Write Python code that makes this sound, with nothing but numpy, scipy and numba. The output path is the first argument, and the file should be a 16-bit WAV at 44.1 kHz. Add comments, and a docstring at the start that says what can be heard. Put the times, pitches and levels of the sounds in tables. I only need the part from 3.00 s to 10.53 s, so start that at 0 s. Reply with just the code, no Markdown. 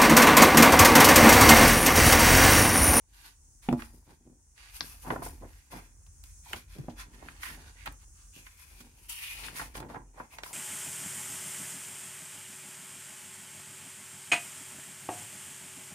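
"""A picture book is laid on a wooden desk and its stiff pages are turned, close to a phone in a small room.
First come a low room rumble and the thin hiss of the microphones, which last throughout, and a faint slide.
At 0.7 s the book lands and rings the modes of the desk. Then fingers shift the block of pages, and sheet
after sheet slides with a grainy stick-slip hiss, flaps as it bends and snaps as it buckles.
Near 3.8 s the book knocks on the desk again. The loudest slide comes just after 6 s; more snaps follow."""
import sys
import numpy as np
from scipy import signal
from scipy.fft import rfft, irfft, next_fast_len
from scipy.io import wavfile
from scipy.ndimage import uniform_filter1d
from numba import njit

SR = 44100
rng = np.random.default_rng(int(sys.argv[2]) if len(sys.argv) > 2 else 0)


def to_wav(s):
    """Save 16-bit WAV."""
    ch = np.atleast_2d(s).T  # columns
    pcm = np.round(np.clip(ch, -1, 1) * 32767)  # PCM
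    wavfile.write(sys.argv[1], SR, pcm.astype(np.int16))


N = 332073
TIME = np.arange(N) / SR


def undb(db):
    """Decibels to amplitude ratio."""
    return 10 ** (np.asarray(db) / 20)


def unit(x):
    """Normalisation to rms 1."""
    return x / np.sqrt(np.mean(x ** 2))


def freqs(size):
    """Bin frequencies of a real spectrum, at least 1 Hz."""
    return np.maximum(np.arange(size // 2 + 1) * SR / size, 1)


def colour(x, points):
    """Spectral shaping by (Hz, dB) points on a log-frequency axis, to rms 1."""
    hz, db = np.transpose(points)
    size = next_fast_len(N)
    gain = undb(np.interp(np.log(freqs(size)), np.log(hz), db))
    return unit(irfft(rfft(x, size) * gain, size)[..., :N])


def diffuse(pair, spacing_m=0.13):
    """Diffuse-field coherence: two spaced microphones are alike in the bass, unrelated in the treble."""
    size = next_fast_len(pair.shape[1])
    coherence = .97 * np.sinc(2 * freqs(size) * spacing_m / 343)
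    weights = np.sqrt([1 + coherence, 1 - coherence])
    mid, side = irfft(rfft(pair, size) * weights, size)[:, :pair.shape[1]]
    return np.array([mid + side, mid - side]) / 2


def pan(db):
    """Gains for a level difference, left minus right."""
    return undb(np.array([[1], [-1]]) * db / 2)


def walk(rate):
    """Slow random modulation: levels held 1 / rate s and smoothed twice, with a spread near 1."""
    hold = max(int(SR / rate), 1)
    steps = np.repeat(rng.standard_normal(N // hold + 1), hold)
    return 1.3 * uniform_filter1d(uniform_filter1d(steps, hold), hold)[:N]


def slips(rate, spread_db):
    """Stick-slip friction as a Poisson process: tiny clicks, a few much larger than the rest."""
    occurs = rng.random(N) < rate / SR
    sizes = undb(spread_db * np.minimum(rng.exponential(size=N), 5))
    return diffuse(occurs * sizes * rng.standard_normal((2, N)))


def gesture(start, rise_s, hold_s, fade_s):
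    """Envelope of a hand movement: smooth rise, hold, then exponential decay of 20 dB every fade_s."""
    since = TIME - start
    rise = np.sin(np.pi / 2 * np.clip(since / rise_s, 0, 1)) ** 2
    return rise * undb(-20 * np.clip((since - rise_s - hold_s) / fade_s, 0, 10))


def effort(rows, rest_db, rise_share=0.58):
    """Incoherent addition: gestures sum in power over a floor, as the held book is never quite still."""
    power = undb(rest_db) ** 2
    for start, length_s, fade_s, db in rows:
        rise_s = rise_share * length_s
        power = power + (undb(db) * gesture(start, rise_s, length_s - rise_s, fade_s)) ** 2
    return np.sqrt(power)


@njit
def resonate(x, hz, q):
    """A second-order resonator with a moving centre, where its gain is 1."""
    y, band, low = np.empty(len(x)), 0., 0.
    for i in range(len(x)):
        g = np.tan(np.pi * hz[i] / SR)
        v = (band + g * (x[i] - low)) / (1 + g * (g + 1 / q))
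        band, low = 2 * v - band, low + 2 * g * v
        y[i] = v / q
    return y


def causal(gain):
    """The minimum-phase response with this gain: nothing sounds before the blow."""
    cepstrum = irfft(np.log(gain))
    half = len(cepstrum) // 2
    cepstrum[1:half] *= 2
    cepstrum[half + 1:] = 0
    return np.exp(rfft(cepstrum))


def add(out, start_s, sound):
    """Superposition of a short stereo sound on the mix."""
    start = int(start_s * SR)
    out[:, start:start + sound.shape[1]] += sound[:, :N - start]


# Spectra of rumble and hiss. Each row: frequency in Hz, relative level in dB.
RUMBLE_SPECTRUM = [(15, -56), (32, -14.5), (41, 6), (47, 13.5), (56, -1), (72, 3), (105, -8.5), (190, -24),
                   (320, -34), (600, -43), (1500, -33.5), (4000, -51), (16000, -53)]
HISS_SPECTRUM = [(3000, -34.5), (4900, -13), (5700, -2), (6600, 2), (7500, -2.5), (8500, 0), (10200, -5),
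                 (11300, -11), (12200, -23), (16000, -15)]
# Their swells and fades. Each row: time in seconds, level in dB.
RUMBLE_ENVELOPE = [(0, -62.5), (0.6, -56), (0.75, -46), (1.2, -62), (1.65, -60), (2.12, -48.5),
                   (2.45, -47.5), (2.65, -57.5), (3.0, -53), (3.8, -51), (4.5, -53), (5.1, -51), (5.6, -59),
                   (6.0, -55.5), (6.85, -53), (7.2, -61), (7.53, -62)]
HISS_ENVELOPE = [(0, -71), (0.55, -61.5), (0.9, -71), (1.2, -71), (1.55, -65), (2.4, -67.5), (2.85, -66),
                 (3.4, -57), (3.7, -69.5), (4.4, -64), (4.8, -62.5), (5.4, -58), (5.55, -66), (6.7, -69.5),
                 (7.1, -68), (7.5, -62.5)]
def background():
    """Noise floor: a diffuse rumble of room and hand, and independent hiss in each microphone."""
    rumble = colour(diffuse(rng.standard_normal((2, N))), RUMBLE_SPECTRUM)
    hiss = colour(rng.standard_normal((2, N)), HISS_SPECTRUM)
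    rumble_db = np.interp(TIME, *np.transpose(RUMBLE_ENVELOPE))
    hiss_db = np.interp(TIME, *np.transpose(HISS_ENVELOPE))
    return rumble * undb(rumble_db) + hiss * undb(hiss_db)


def sheet_ring(x, ring_s=0.0039, share_db=-5, count=3, size=2048):
    """Modal overlap: a stiff sheet's close, short-lived modes ripple the spectrum, changing as it bends."""
    decay = np.exp(-np.arange(size) / SR / ring_s)
    ring = 0
    for _ in range(count):
        modes = unit(diffuse(rng.standard_normal((2, size))) * decay) / np.sqrt(size)
        ring = ring + np.tanh(walk(5)) * signal.fftconvolve(x, modes, axes=1)[:, :N]
    return unit(x + undb(share_db) * ring)


# A sheet slides over paper or skin. Each row: start, rise and hold in seconds, fade in seconds per 20 dB,
# level in dB, edge sizzle relative to it in dB, air pocket frequency in Hz, pocket strength in dB,
# left minus right in dB.
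SLIDE_STROKES = [(0.06, .22, .005, .08, -55, -5.5, 1630, -5, -2),
                 (0.614, 0.018, .015, 0.16, -57, -1.5, 1700, -7, -3),
                 (0.748, .06, .01, 0.13, -56, -2, 1800, -6, -3),
                 (0.83, .04, .06, .35, -80, 14.5, 1900, 1, -2),
                 (1.035, .08, .005, .06, -63.5, -7, 1950, -3, -3),
                 (1.535, .11, .04, .2, -51.5, -30, 2060, -1, -2.5),
                 (1.665, .11, .115, .5, -54.5, 4, 2800, -12, -1.5),
                 (2.03, .04, .06, 0.16, -59.5, -1, 2500, -6, -4),
                 (2.209, 0.034, .015, 0.08, -50, 5, 2250, -7, -2),
                 (2.282, .02, .02, 0.2, -62.5, 4, 2150, -2, -3),
                 (2.391, 0.054, 0.087, 0.37, -61.5, -4.5, 1900, 3, -4),
                 (2.693, 0.041, 0.017, 0.13, -50.5, -4, 1980, 0, -3),
                 (3.225, .03, .03, .12, -67, 1, 2150, -5, -2),
                 (3.41, 0.11, .06, .075, -52.5, -4.5, 2240, -10, -1.5),
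                 (3.66, .08, 0.025, .22, -57, -7, 1950, -10, -1),
                 (3.948, 0.049, .015, 0.06, -47.5, -13, 1700, -12, -2.5),
                 (4.05, 0.11, .23, .15, -57.5, -11, 1720, -3, -2),
                 (4.386, 0.057, .06, 0.13, -44, -7, 1850, 2, -2.5),
                 (4.56, .04, .07, .18, -55, -22, 1700, 2, -2.5),
                 (4.74, .06, .03, .1, -52.5, -22, 2100, 14, -4),
                 (4.96, .07, .015, 0, -63, -10, 1200, -3, -2),
                 (5.132, .04, .04, 0.36, -66, -12, 1200, -4, -1),
                 (5.315, .05, .025, .1, -52.5, -5.5, 2730, 7, .5),
                 (5.43, .03, .01, .1, -60, -6, 2500, 2.5, 0),
                 (5.43, .15, .22, .24, -60.5, -2, 2400, -2, .5), (5.9, .1, 0.054, 0.4, -66, 3, 2650, 2, 2),
                 (6.075, 0.03, .04, 0.19, -46, 1, 2800, 8.5, 3),
                 (6.096, .12, .1, .3, -41.5, -6, 2750, 18, 1.5),
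                 (6.326, .06, 0.075, 0.22, -44.5, -6, 2480, -5, 6.5),
                 (6.515, 0.067, .035, .09, -43.5, -3.5, 2000, -4, -1),
                 (6.732, 0.023, 0.014, 0.05, -46, -7, 1700, 1, 0),
                 (6.877, .02, .05, .06, -57, -14, 1750, 3, -2),
                 (7.117, 0.065, .02, .2, -60.5, -9, 2100, 4.5, 0),
                 (7.29, .045, .015, .07, -53.5, -6, 2310, 9, -1),
                 (7.422, 0.018, .03, .2, -55, 4, 2100, -13, 1)]
def strokes(rest_db=-82):
    """Strokes add in power over faint rubbing; the strongest dominates sizzle, air pocket and direction."""
    power = np.array([(undb(db) * gesture(start, rise_s, hold_s, fade_s)) ** 2
                      for start, rise_s, hold_s, fade_s, db, *_ in SLIDE_STROKES]) + 1e-14
    sizzle_db, pocket_hz, pocket_db, pan_db = np.transpose(SLIDE_STROKES)[5:]
    total = power.sum(axis=0)
    gain = np.sqrt(total + undb(rest_db) ** 2)
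    edge_gain = np.sqrt(undb(sizzle_db) ** 2 @ power)
    weighted_means = np.array([pocket_hz, pocket_db, pan_db]) @ power / total
    return gain, edge_gain, *weighted_means


# Friction spectra of the sheet's face and edge. Each row: frequency in Hz, relative level in dB.
FACE_SPECTRUM = [(150, -19.5), (650, -10.5), (980, 0), (1220, 0.5), (1600, 0.5), (2500, 1.5), (3600, -2),
                 (4600, -1), (6500, -6.5), (7900, -10.5), (8700, -6), (11000, -7), (16000, -22.5)]
EDGE_SPECTRUM = [(2000, -40.5), (5000, -2), (7900, -5), (8600, 0), (9400, 3), (10400, 1.5), (12000, 0.5),
                 (14000, -3.5), (16000, -10.5)]
def sliding(pocket_q=4.8):
    """Stick-slip of paper fibres drives the resonance of the air under the sheet, and the edge sizzles."""
    gain, edge_gain, pocket_hz, pocket_db, pan_db = strokes()
    rub = sheet_ring(colour(slips(rate=7000, spread_db=2.0), FACE_SPECTRUM))
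    pocket_hz = pocket_hz * np.exp(0.044 * walk(20))  # the sheet trembles in the fingers
    pocket = np.array([resonate(side, pocket_hz, pocket_q) for side in rub])
    strength = undb(pocket_db)
    level_rise = np.sqrt(1 + strength + 0.44 * strength ** 2)
    face = (rub + 1.34 * strength * pocket) / level_rise * pan(pan_db)
    sizzle = sheet_ring(colour(slips(rate=9000, spread_db=3.1), EDGE_SPECTRUM)) * pan(2.7)
    return (gain * face + edge_gain * sizzle) * undb(2.2 * walk(45))


# Spectrum of a flexing sheet. Each row: frequency in Hz, relative level in dB.
FLEX_SPECTRUM = [(30, -19), (90, 6), (200, 2), (320, 0), (450, 0), (620, -3.5), (900, 4), (1200, -7.5),
                 (2000, -10.5), (3200, -40), (6000, -48)]
# Its bends. Each row: start and length in seconds, fade in seconds per 20 dB, relative level in dB.
SHEET_BENDS = [(0.6, .16, .3, -60), (1.05, .08, 0.03, -58), (1.66, 0.3, 1, -70), (2.02, .11, .21, -42),
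               (2.4, 0.047, .08, -51.5), (2.695, .07, .07, -46.5), (3.5, 0.052, 0, -47),
               (3.73, 0.41, .3, -66), (4.17, 0.09, .25, -59), (4.46, .14, .25, -57),
               (4.83, .06, .15, -63.5), (5.3, .17, 0.2, -73), (5.62, .24, .5, -69), (6.28, .22, 0.3, -55),
               (6.58, .04, 0.05, -45.5), (6.74, 0.048, 0.23, -45.5), (6.88, 0.089, .05, -46),
               (7.12, .09, .2, -57), (7.26, .27, .1, -58)]
def flapping():
    """Flexure: the bending sheet gives way in small dull jerks."""
    jerks = colour(slips(rate=810, spread_db=2.0), FLEX_SPECTRUM)
    return jerks * effort(SHEET_BENDS, rest_db=-80) * undb(-1.5 + 1.76 * walk(45))


# Modes of the book on the desk. Each row: frequency in Hz, relative level in dB, 60 dB decay in seconds.
DESK_MODES = [(134.7, -9.5, 0.074), (185.4, -13, 0.054), (229, -12.5, 0.32), (241, 3, 0.051),
              (307.3, -13.5, 0.22), (321.3, -3.5, 0.056), (412.5, -23.5, .2), (494, -24, 0.2),
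              (574, -22.5, 0.16), (589, -7.5, 0.039), (705, -17, 0.14), (760, -8, 0.041), (850, -24, 0.36)]
# The book bumps the desk. Each row: start in seconds, relative level in dB, contact time in milliseconds.
BOOK_IMPACTS = [(0.6871, -25, 1), (0.6915, -28.5, 2.6), (0.713, -29.5, 2.3), (0.7281, -24.5, 1.7),
                (0.7366, -26, 2.8), (1.21, -63, 3.2), (1.275, -54, 2.9), (1.299, -55, 3.5),
                (2.103, -35.5, 16), (2.749, -46, 7.5), (3.8834, -36.5, .9), (5.809, -54.5, 4.7),
                (7.203, -49, 3)]
def bumping(size=22050):
    """Impact excites the damped modes of book and desk; a longer contact leaves only the low ones."""
    out, t = np.zeros((2, N)), np.arange(size) / SR
    for start, db, contact_ms in BOOK_IMPACTS:
        ring = 0
        for k, (hz, mode_db, t60) in enumerate(DESK_MODES):
            push = 1 / np.sqrt(1 + (hz * contact_ms / 1000) ** 4)
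            sign = (-1) ** k  # neighbouring modes move the desk top in opposite directions
            ring = ring + sign * push * undb(mode_db - 60 * t / t60) * np.sin(2 * np.pi * hz * t)
        add(out, start, unit(ring) * undb(db - 15.5) * pan(-2.3))
    return out


# Sheets snap and flap; the book knocks dully on the desk. Each row: start in seconds, level in dB,
# centre in Hz, width in octaves, noise decay time in seconds, left minus right in dB.
SNAPS_AND_KNOCKS = [(0.688, -29.5, 596, 0.79, 0.0026, 0), (0.688, -39.5, 2570, .42, .0015, 1.5),
                    (0.727, -34, 720, .6, .003, 0), (0.727, -45, 1800, 2.8, 0.0028, -1.5),
                    (0.790, -45, 1470, .48, .012, 1), (0.821, -42, 1400, .95, 0.003, -3),
                    (1.8073, -32.5, 4400, .3, .0003, 3), (1.807, -37.5, 1420, 0.7, 0.0045, -1.5),
                    (2.058, -40, 890, 0.63, .025, 2), (2.103, -30, 1000, 0.85, 0.0053, 3),
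                    (2.106, -30.5, 730, 0.77, 0.0056, -3), (2.116, -34, 480, .9, .011, 3),
                    (2.135, -37.5, 480, 1, .007, 1), (2.159, -35, 800, .65, .006, -1),
                    (2.22, -38.5, 800, .65, .007, -1), (2.261, -39.5, 600, .8, .008, -0.5),
                    (2.430, -44.5, 570, .51, .006, 1), (2.728, -47.5, 780, 0.46, 0.0076, 1),
                    (2.785, -50.5, 745, 1.14, 0.0086, -2), (3.065, -63, 3470, 2.3, 0.0042, 0),
                    (3.238, -52, 7500, 2.5, .0035, -1), (3.455, -52, 900, .22, .021, -1),
                    (3.530, -44, 9000, 1.2, 0.0045, 4), (3.532, -33, 2060, .6, 0.0032, -1),
                    (3.536, -42, 650, 0.84, 0.0066, 3.5), (3.561, -48, 2500, 1.6, .0046, -2),
                    (3.785, -40, 163, 0.51, .0031, 2), (3.798, -37, 124, 0.49, .002, 1),
                    (3.884, -42, 560, .8, .004, 3.5), (3.895, -55, 3000, 1.2, .012, 0),
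                    (4.225, -48, 446, 1.1, 0.0036, -5), (4.285, -43, 1500, .69, .004, 0),
                    (4.432, -38, 1760, 0.73, .005, -3), (4.448, -38.5, 1810, 0.64, 0.032, -1.5),
                    (4.858, -38.5, 1750, .8, .0091, -4.5), (4.858, -47, 10000, .8, .007, -3),
                    (4.870, -40, 1180, 0.87, .0038, -6), (4.875, -40, 1500, 1.1, .0019, 4),
                    (4.924, -58, 11500, .35, .001, -8), (5.466, -50, 1710, 0.77, .0047, -5),
                    (5.803, -49.5, 4000, 2.7, .01, -2.5), (6.093, -39.5, 9400, .58, 0.01, 5),
                    (6.435, -44, 2380, .8, .008, -2.5), (6.483, -41.5, 1600, 0.82, .004, 2.5),
                    (6.596, -36, 1544, 0.48, 0.0058, 1), (6.612, -41, 1170, 0.75, .0091, -3),
                    (6.751, -41.5, 1190, 1.6, 0.008, -2), (6.777, -46, 1190, 1.8, 0.0042, -3),
                    (6.802, -46, 1300, 4.5, .0039, 1), (6.826, -45, 545, 1.2, .007, -3),
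                    (6.893, -44, 740, 0.78, .016, 4), (6.945, -41, 950, .7, .005, -2),
                    (6.957, -42.5, 1040, 0.64, 0.0073, -8), (7.171, -46.5, 900, 0.63, 0.017, -2),
                    (7.199, -38, 850, 0.71, 0.0073, 1.5), (7.315, -55, 850, .5, .035, -2),
                    (7.385, -41.5, 1270, 1.5, .0035, -3), (7.434, -39, 1600, 1.5, .004, -2),
                    (7.460, -46.5, 1150, .88, .0049, -4), (7.49, -50, 800, .5, .035, -2)]
def snaps_and_knocks(noise_gain=1.05, spread_ms=0.99, skirt_db=-37, gentle_s=0.011, size=8192):
    """Quick transients snap or knock, slow ones flap; bending-wave dispersion brings the treble first."""
    out, hz, t = np.zeros((2, N)), freqs(size), np.arange(size) / SR
    lead_s, level_window_s, lag_ms_per_db = .01, .01, -.07
    # a bending wave's delay falls with the root of frequency; it is spread_ms near 1 kHz
    dispersion = 4 * np.pi * spread_ms * np.sqrt((hz + 100) / 1000)
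    travel = np.exp(-1j * dispersion - 2j * np.pi * hz * lead_s)
    for start, db, centre_hz, octaves, decay_s, pan_db in SNAPS_AND_KNOCKS:
        softness = 1 - np.exp(-(decay_s / gentle_s) ** 2)
        swell = 1 - np.exp(-t / (0.4 * softness * decay_s + 1 / SR))
        burst = diffuse(rng.standard_normal((2, size))) * swell * np.exp(-t / decay_s)
        burst *= noise_gain * np.sqrt(decay_s / 0.002 / np.mean(np.sum(burst ** 2, axis=1)))
        lag_s = lag_ms_per_db * pan_db / 1000  # the click reaches the louder microphone first
        click = (1 - softness) * np.exp(-1j * np.pi * hz * lag_s * np.array([[1], [-1]]))
        band = np.exp(-.5 * (np.log2(hz / centre_hz) / octaves) ** 2)
        shape = (band + undb(skirt_db)) / np.sqrt(1 + hz / centre_hz)
        sound = irfft((click + rfft(burst)) * causal(shape) * travel)
        sound = unit(sound) * np.sqrt(level_window_s * SR / size)
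        add(out, start - lead_s, sound * undb(db) * pan(pan_db))
    return out


# Response of the block of pages. Each row: frequency in Hz, relative level in dB.
BLOCK_SPECTRUM = [(40, -30), (90, -3), (145, 1.5), (180, -5), (225, 1.5), (270, -0.5), (345, -2.5),
                  (450, -11), (700, -17), (2000, -45)]
# Fingers shift the book. Each row: start and length in seconds, fade in seconds per 20 dB, level in dB.
FINGER_GRIPS = [(0.9, .06, 0.1, -64), (1.06, .07, 0.05, -58), (1.24, 0.072, .1, -57.5),
                (1.795, 0.029, 0.1, -52), (2.05, 0.098, .18, -39.5), (2.38, .07, .11, -54),
                (2.7, .08, .1, -53), (3.51, .06, .06, -55), (3.74, .07, .07, -45), (3.98, .28, .3, -58),
                (4.43, .12, .13, -55), (4.85, 0.035, .08, -54), (5.33, .07, .1, -61),
                (5.76, 0.072, .3, -62), (6.39, 0.27, 0.5, -59), (6.72, .25, .1, -51)]
def handling():
    """Forced vibration: slipping fingertips drive the block of pages into a low hollow grumble."""
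    grumble = colour(slips(rate=500, spread_db=1.5), BLOCK_SPECTRUM)
    return grumble * effort(FINGER_GRIPS, rest_db=-79) * undb(2.3 * walk(25))


# Echoes from desk, pages and hand. Each row: left and right delay in milliseconds, gain in dB.
EARLY_REFLECTIONS = [(1.22, 1.12, -21), (2.05, 2.8, -16.5), (4.3, 3.7, -20), (6.1, 6.9, -16.5)]
def nearby(dry):
    """Comb filtering: echoes from within arm's reach ripple the spectrum differently at each microphone."""
    out = dry.copy()
    for left_ms, right_ms, db in EARLY_REFLECTIONS:
        for side, ms in enumerate((left_ms, right_ms)):
            lag = int(ms * SR / 1000)
            out[side, lag:] += undb(db) * dry[side, :-lag]
    return out


def room(dry, t60_s=0.24, treble_t60_s=0.15, wet_db=-10, size=22050):
    """Reverberation of a small furnished room: dense echoes whose treble dies first."""
    t = np.arange(size) / SR
    noise = diffuse(rng.standard_normal((2, size)))
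    low = signal.sosfilt(signal.butter(1, 2500, fs=SR, output="sos"), noise)
    tail = low * undb(-60 * t / t60_s) + 1.39 * (noise - low) * undb(-60 * t / treble_t60_s)
    tail *= np.clip((t - .003) / 0.002, 0, 1)  # sets in after 3 ms
    return undb(wet_db) * signal.fftconvolve(dry, unit(tail) / np.sqrt(size), axes=1)[:, :N]


def scene():
    """Superposition of paper and desk, their reverberation and the noise floor."""
    dry = nearby(sliding() + flapping() + snaps_and_knocks()) + bumping() + handling()
    return dry + room(dry) + background()


def record(dry, cutoff_hz=15800):
    """Band limiting: the phone's steep low-pass cuts the top."""
    return signal.sosfilt(signal.ellip(10, .2, 70, cutoff_hz, fs=SR, output="sos"), dry)


dry = scene()
out = record(dry)
to_wav(out)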